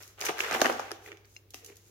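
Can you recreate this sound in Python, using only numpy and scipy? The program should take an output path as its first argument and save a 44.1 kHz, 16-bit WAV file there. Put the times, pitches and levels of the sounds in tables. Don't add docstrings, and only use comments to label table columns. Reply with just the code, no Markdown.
import sys
import numpy as np
from scipy import signal
from scipy.fft import rfft, irfft, next_fast_len
from scipy.io import wavfile

SR = 44100
rng = np.random.default_rng(int(sys.argv[2]) if len(sys.argv) > 2 else 0)


def wav_record(signal):
    frames = np.transpose(np.atleast_2d(signal))
    bounded = np.clip(frames, -1, 1)
    quanta = np.round(bounded * 32767).astype(np.int16)
    wavfile.write(sys.argv[1], SR, quanta)


N = 83790
HIT_S, RING_S = 0.045, 0.36
CONTACT_S = 0.00035


def amp(db):
    return 10 ** (np.asarray(db) / 20)


def unit(x):
    return x / np.sqrt(np.mean(x ** 2))


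def fade(t, t60_s):
    return np.exp(-np.log(1000) * t / t60_s)


def along(points):
    time_s, level_db = np.array(points).T
    return amp(np.interp(np.arange(N) / SR, time_s, level_db))


FILTER_SIZE = 4096


def colour(x, points):
    half = FILTER_SIZE // 2
    freq_hz, level_db = np.array(points).T
    bin_hz = np.arange(half + 1) * SR / FILTER_SIZE
    gain = amp(np.interp(np.log(bin_hz + 1), np.log(freq_hz), level_db))
    cepstrum = irfft(np.log(gain))
    cepstrum[1:half] *= 2
    response = irfft(np.exp(rfft(cepstrum[:half], FILTER_SIZE)))[:half]
    size = next_fast_len(x.shape[-1] + half, True)
    return irfft(rfft(x, size) * rfft(response, size), size)[..., :x.shape[-1]]


# freq_hz, side_minus_mid_db
WIDTH = [(60, -7), (250, -16), (400, -10.5), (800, -3.5), (2000, -1.5), (6000, 2), (16000, 0.5)]


def stereo(pair):
    mid, side = pair[0], colour(pair[1], WIDTH)
    return np.array([mid + side, mid - side])


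def grains(rate_hz, spread_db, t60_s, spectrum):
    size_db = spread_db * np.minimum(rng.exponential(size=N), np.pi)
    clicks = (rng.random(N) < rate_hz / SR) * amp(size_db)
    power = signal.lfilter([1], [1, -fade(2 / SR, t60_s)], clicks ** 2)
    noise = np.sqrt(power) * rng.standard_normal((2, N))
    return unit(colour(stereo(noise), spectrum))


def bursts(t60_s, spectrum, count):
    t = np.arange(int(HIT_S * SR)) / SR
    noise = rng.standard_normal((2, count, len(t)))
    envelope = fade(t, t60_s) * (1 - np.exp(-t / CONTACT_S))
    return colour(stereo(noise * envelope), spectrum).swapaxes(0, 1)


def pitched(modes, hz):
    return [(hz * ratio, db) for ratio, db in modes]


def ring(modes, t60_s, length_s, scatter_db, phase_cycles):
    t = np.arange(int(length_s * SR)) / SR
    pair = np.zeros((2, len(t)))
    for hz, db in modes:
        gain = amp(db + scatter_db * rng.standard_normal((2, 1)))
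        phase = rng.random((2, 1)) * [[phase_cycles], [1]]
        pair += gain * np.sin(2 * np.pi * (hz * t + phase))
    return stereo(pair * fade(t, t60_s) * (1 - np.exp(-t / CONTACT_S)))


# time_s, right (0 centre, 1 far right)
PLACE = [(0, 0.13), (.4, 0.16), (.61, .35), (.66, 0.13), (.8, 0.13), (1.1, 1), (1.37, 0.97), (1.54, 0.27),
         (1.65, 0.92)]
LEVEL_S = 0.003
LEFT_DELAY_S, LEFT_GAIN_DB = 0.00044, -2.1
RIGHT_DELAY_S, RIGHT_GAIN_DB = 0.00024, 0.18


def add(out, start_s, x, level_db):
    right = np.interp(start_s, *np.array(PLACE).T)
    x = unit(x) * amp(level_db) * np.sqrt(LEVEL_S * SR / x.shape[1])
    ears = [(LEFT_GAIN_DB, abs(right * LEFT_DELAY_S)), (RIGHT_GAIN_DB, RIGHT_DELAY_S)]
    for ear, (gain_db, delay_s) in enumerate(ears):
        i = max(int((start_s + delay_s) * SR), 0)
        out[ear, i:i + x.shape[1]] += x[ear, :N - i] * amp(gain_db * right)


# freq_hz, level_db
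QUIET = [(20, -40), (55, 6), (130, -4.5), (200, -10.5), (400, -2), (600, -15.5), (1500, -27), (4000, -24.5),
         (9000, -34.5), (16000, -23)]
QUIET_DB, HUM_DB, HUM_HZ = -65, -64, 99.6


def background():
    air = unit(colour(stereo(rng.standard_normal((2, N))), QUIET))
    hum = unit(np.sin(2 * np.pi * HUM_HZ * np.arange(N) / SR))
    return amp(QUIET_DB) * air + amp(HUM_DB) * hum


# time_s, level_db
GRIND = [(0, -51.5), (.06, -60), (.168, -72), (.19, -48), (.225, -44), (.3, -30.5), (.325, -62),
         (.37, -42.5), (.42, -34.5), (.48, -37), (.55, -30), (.59, -47), (.66, -36.5), (.74, -45.5),
         (.88, -49.5), (1.0, -65), (1.08, -54.5), (1.2, -73), (1.5, -78.5), (1.61, -77), (1.7, -63.5),
         (1.77, -78), (1.9, -70)]
# freq_hz, level_db
GRIT = [(50, -19.5), (170, -30), (400, 6), (800, -0.5), (1400, 2.5), (2800, -3), (4300, -11), (6300, -26.5),
        (8500, -22.5), (16000, -48)]
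GRIT_DB = -1.5


def grinding():
    grit = grains(rate_hz=500, spread_db=1, t60_s=0.017, spectrum=GRIT)
    return amp(GRIT_DB) * along(GRIND) * grit


# time_s, level_db
FOIL = [(0, -53), (.09, -63.5), (.165, -73), (.2, -66), (.22, -49), (.27, -44), (.32, -69), (.37, -57),
        (.39, -47.5), (.47, -49), (.55, -49.5), (.66, -44.5), (.76, -56), (1.0, -71), (1.065, -55),
        (1.12, -74), (1.22, -89), (1.29, -68), (1.37, -64), (1.43, -89), (1.53, -88), (1.555, -55.5),
        (1.63, -66.5), (1.68, -60), (1.75, -73.5), (1.9, -63.5)]
# start_s, level_db
CREASES = [(0.025, -45), (0.068, -54), (0.076, -47.5), (0.193, -50), (0.2057, -36), (0.23, -43),
           (0.25, -32), (.255, -27.5), (.258, -34), (0.382, -40.5), (0.397, -40), (.410, -36),
           (.541, -34.5), (1.253, -58.5), (1.5048, -48.5), (1.544, -47.5), (1.6456, -42), (1.661, -42),
           (1.756, -55), (1.7673, -48)]
# freq_hz, level_db
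CRINKLE = [(400, -54), (1500, -11), (3500, -1.5), (4800, -0.5), (6600, 6), (8500, -5), (11000, -1),
           (13500, 1), (16000, -8)]
CREASE_T60_S = 0.023


def foil():
    out = along(FOIL) * grains(rate_hz=4800, spread_db=4.5, t60_s=0.0089, spectrum=CRINKLE)
    creases = bursts(CREASE_T60_S, CRINKLE, count=len(CREASES))
    for (start_s, level_db), crease in zip(CREASES, creases):
        add(out, start_s, crease, level_db)
    return out


def through(x, response):
    response = unit(response) / np.sqrt(response.shape[1])
    return signal.fftconvolve(x, response, axes=1)[:, :N]


# freq_hz, level_db
KITCHEN = [(60, -21.5), (200, -4.5), (450, -2), (900, 1), (2500, 2.5), (6000, 3), (10000, 4.5),
           (16000, 3.5)]
ROOM_DB, ROOM_T60_S, ROOM_TREBLE_T60_S = -5, 0.69, 0.21
ROOM_START_S, ROOM_RISE_S = 0.0014, 0.0028


def kitchen(x):
    t = np.arange(SR) / SR
    noise = stereo(rng.standard_normal((2, SR)))
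    low = signal.sosfiltfilt(signal.butter(1, 3500, fs=SR, output="sos"), noise)
    tail = low * fade(t, ROOM_T60_S) + (noise - low) * fade(t, ROOM_TREBLE_T60_S)
    tail *= np.clip((t - ROOM_START_S) / ROOM_RISE_S, 0, 1)
    return amp(ROOM_DB) * through(x, colour(tail, KITCHEN))


# start_s, thud_db, shard_db (before MUFFLE), shard_hz, crack_db
KNOCKS = [(.033, -84, -50, 2480, -47.5), (0.178, -56, -58, 1400, -60), (.212, -41, -36, 2440, -29.5),
          (.222, -40.5, -33, 1870, -38), (.239, -37, -33, 1320, -45), (0.265, -58, -27.5, 2390, -28),
          (.274, -45, -39, 1480, -42), (.287, -35.5, -31, 1650, -37.5), (.292, -27.5, -29.5, 1250, -39),
          (.299, -29, -31, 560, -52), (0.3907, -51, -30, 1350, -36), (0.4044, -35.5, -19, 2252, -30.5),
          (.4365, -39.5, -31, 1420, -40), (0.4468, -46, -33, 1920, -41), (0.477, -43.5, -43, 1450, -44),
          (0.5104, -28, -33, 1500, -33), (.527, -30.5, -40, 1390, -32.5), (.546, -26, -28, 1457, -35),
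          (.559, -24.5, -35, 1300, -39), (.596, -29, -32, 1160, -49), (.605, -33, -39.5, 1550, -34.5),
          (.615, -21.5, -18, 1333, -21.5), (.6164, -28, -28.5, 1516, -22), (.6185, -20, -19, 770, -44),
          (.6452, -23, -23.5, 1410, -38), (.653, -27.5, -21, 1240, -47), (0.657, -22.5, -18, 1532, -30.5),
          (0.6654, -25, -20.5, 1655, -41), (.693, -26, -45, 1170, -41), (0.6976, -20.5, -24, 980, -54),
          (.725, -46, -39, 1220, -38.5), (0.7951, -30, -26, 1005, -39.5), (0.802, -49, -46, 1510, -41.5),
          (.908, -47, -38.5, 1350, -49), (0.9158, -40.5, -33, 1350, -38), (1.0608, -63.5, -42, 2000, -62),
          (1.0755, -53, -44, 1840, -56), (1.085, -58, -44.5, 1990, -70), (1.1173, -54.5, -37.5, 1884, -52),
          (1.127, -58, -44.5, 1890, -68), (1.171, -61.5, -53, 2120, -55.5), (1.247, -68, -58.5, 2120, -76),
          (1.3635, -64, -45.5, 2160, -70), (1.537, -63.5, -59, 2500, -48), (1.5422, -46, -45, 520, -58),
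          (1.5432, -64, -44, 2640, -37), (1.698, -54.5, -52, 2090, -66.5)]
# ratio (to shard_hz), level_db
SHARD = [(.77, -4), (1, 2.5), (1.22, 1), (1.44, -5), (1.8, -6.5), (2.4, -13)]
# freq_hz, level_db
MUFFLE = [(140, -26), (550, 0), (3000, -1), (3900, -8), (9000, -12)]
SHARD_T60_S = 0.013
TICK_COUNT, TICK_DB, TICK_RANGE_DB = 190, 5, 14
TICK_HZ, TICK_OCTAVES = 1096, 1.2


def shards():
    out = np.zeros((2, N))
    clacks = [(start_s, shard_db, shard_hz) for start_s, _, shard_db, shard_hz, _ in KNOCKS]
    for when, softness, smallness in rng.random((TICK_COUNT, 3)):
        start_s = when * (N / SR - HIT_S)
        grind_db = np.interp(start_s, *np.array(GRIND).T)
        tick_db = grind_db + TICK_DB - TICK_RANGE_DB * softness
        clacks.append((start_s, tick_db, TICK_HZ * 2 ** (TICK_OCTAVES * smallness)))
    for start_s, level_db, hz in clacks:
        clack = ring(pitched(SHARD, hz), SHARD_T60_S, HIT_S, scatter_db=3, phase_cycles=0)
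        add(out, start_s, clack, level_db)
    return colour(out, MUFFLE)


# freq_hz, level_db
CRACK = [(400, -4), (1500, -4.5), (3500, 1.5), (4300, -2), (5200, 2.5), (6500, 1.5), (8200, -13),
         (13000, -9.5), (16000, -16)]
# freq_hz, level_db
THUD = [(40, -51), (150, -30), (230, -11), (360, 4), (560, -1), (780, 3), (1200, -11), (2200, -18.5),
        (6000, -38.5)]
CRACK_T60_S, THUD_T60_S = 0.011, 0.029


def knocks():
    out = np.zeros((2, N))
    cracks = bursts(CRACK_T60_S, CRACK, count=len(KNOCKS))
    thuds = bursts(THUD_T60_S, THUD, count=len(KNOCKS))
    for (start_s, thud_db, _, _, crack_db), crack, thud in zip(KNOCKS, cracks, thuds):
        add(out, start_s, crack, crack_db)
        add(out, start_s, thud, thud_db)
    return out


TRAY_HZ = [231, 350, 428, 456, 695, 736, 788, 812, 1135, 1216, 1340, 1443, 1563, 1825]
TRAY_MODE_DB = [-4.5, -4, -2, 0.5, 1, 0, -3, 0.5, -5, -1, -8, -3.5, -8, -9.5]
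TRAY_DB, TRAY_T60_S, SPOT_COUNT = -5.5, 0.33, 4


def tray():
    out = np.zeros((2, N))
    modes = list(zip(TRAY_HZ, TRAY_MODE_DB))
    spots = [ring(modes, TRAY_T60_S, RING_S, scatter_db=0, phase_cycles=0.98) for _ in range(SPOT_COUNT)]
    for k, (start_s, thud_db, _, _, _) in enumerate(KNOCKS):
        add(out, start_s, spots[k % SPOT_COUNT], thud_db + TRAY_DB)
    return out


# start_s, level_db, lowest_mode_hz
BUMPS = [(0.288, -43, 151), (0.523, -41, 128), (.616, -25.5, 276.6), (.647, -29.5, 238.5),
         (.695, -40.5, 189), (0.9142, -35.5, 340.4), (1.117, -44, 330), (1.5422, -50.5, 287)]
# ratio (to lowest_mode_hz), level_db
BUMP = [(1, 3), (1.27, 1.5)]
BUMP_T60_S = 0.076
BUMP_BASS_DB = -21


def booms():
    out = np.zeros((2, N))
    for start_s, level_db, hz in BUMPS:
        boom = ring(pitched(BUMP, hz), BUMP_T60_S, RING_S, scatter_db=0.5, phase_cycles=0.99)
        add(out, start_s, colour(boom, [(hz / 2, BUMP_BASS_DB), (hz, 0)]), level_db)
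    return out


# start_s, level_db, lowest_mode_hz, t60_s
CLINKS = [(.6158, -29, 3700, .03), (.9158, -35, 5110, 0.0073), (1.246, -57.5, 2420, 0.034),
          (1.3641, -40.5, 2760, 0.034)]
# ratio (to lowest_mode_hz), level_db
FREE_PIECE = [(1, 5), (1.53, -7), (1.872, 1.5), (2.27, -6)]


def clinks():
    out = np.zeros((2, N))
    for start_s, level_db, hz, t60_s in CLINKS:
        clink = ring(pitched(FREE_PIECE, hz), t60_s, RING_S, scatter_db=2.5, phase_cycles=1)
        add(out, start_s, clink, level_db)
    return out


# start_s, length_s, peak_db
SLIDES = [(1.007, 0.16, -54.5), (1.599, 0.074, -59.5), (1.662, 0.078, -53)]
# freq_hz, level_db
SLIDE = [(120, -22), (250, -13), (340, -3), (420, 9.5), (500, -3.5), (620, -12), (1200, -32), (2200, -11.5),
         (3500, -26), (8000, -47)]


def sliding():
    t = np.arange(N) / SR
    push = np.zeros(N)
    for start_s, length_s, peak_db in SLIDES:
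        push += amp(peak_db) * np.sin(np.pi * np.clip((t - start_s) / length_s, 0, 1))
    return push * grains(rate_hz=220, spread_db=2, t60_s=0.011, spectrum=SLIDE)


SHARD_WET, CLINK_WET, GRIND_WET = 0.33, 0.16, 0.83


def scene():
    grit, clacks, loose = grinding(), shards(), clinks()
    open_sounds = foil() + knocks() + tray() + booms() + sliding()
    to_room = open_sounds + SHARD_WET * clacks + CLINK_WET * loose + GRIND_WET * grit
    return background() + open_sounds + clacks + loose + grit + kitchen(to_room)


TOP_HZ = 16000


def record(dry):
    return signal.sosfilt(signal.ellip(10, 0.2, 70, TOP_HZ, fs=SR, output="sos"), dry)


dry = scene()
out = record(dry)
wav_record(out)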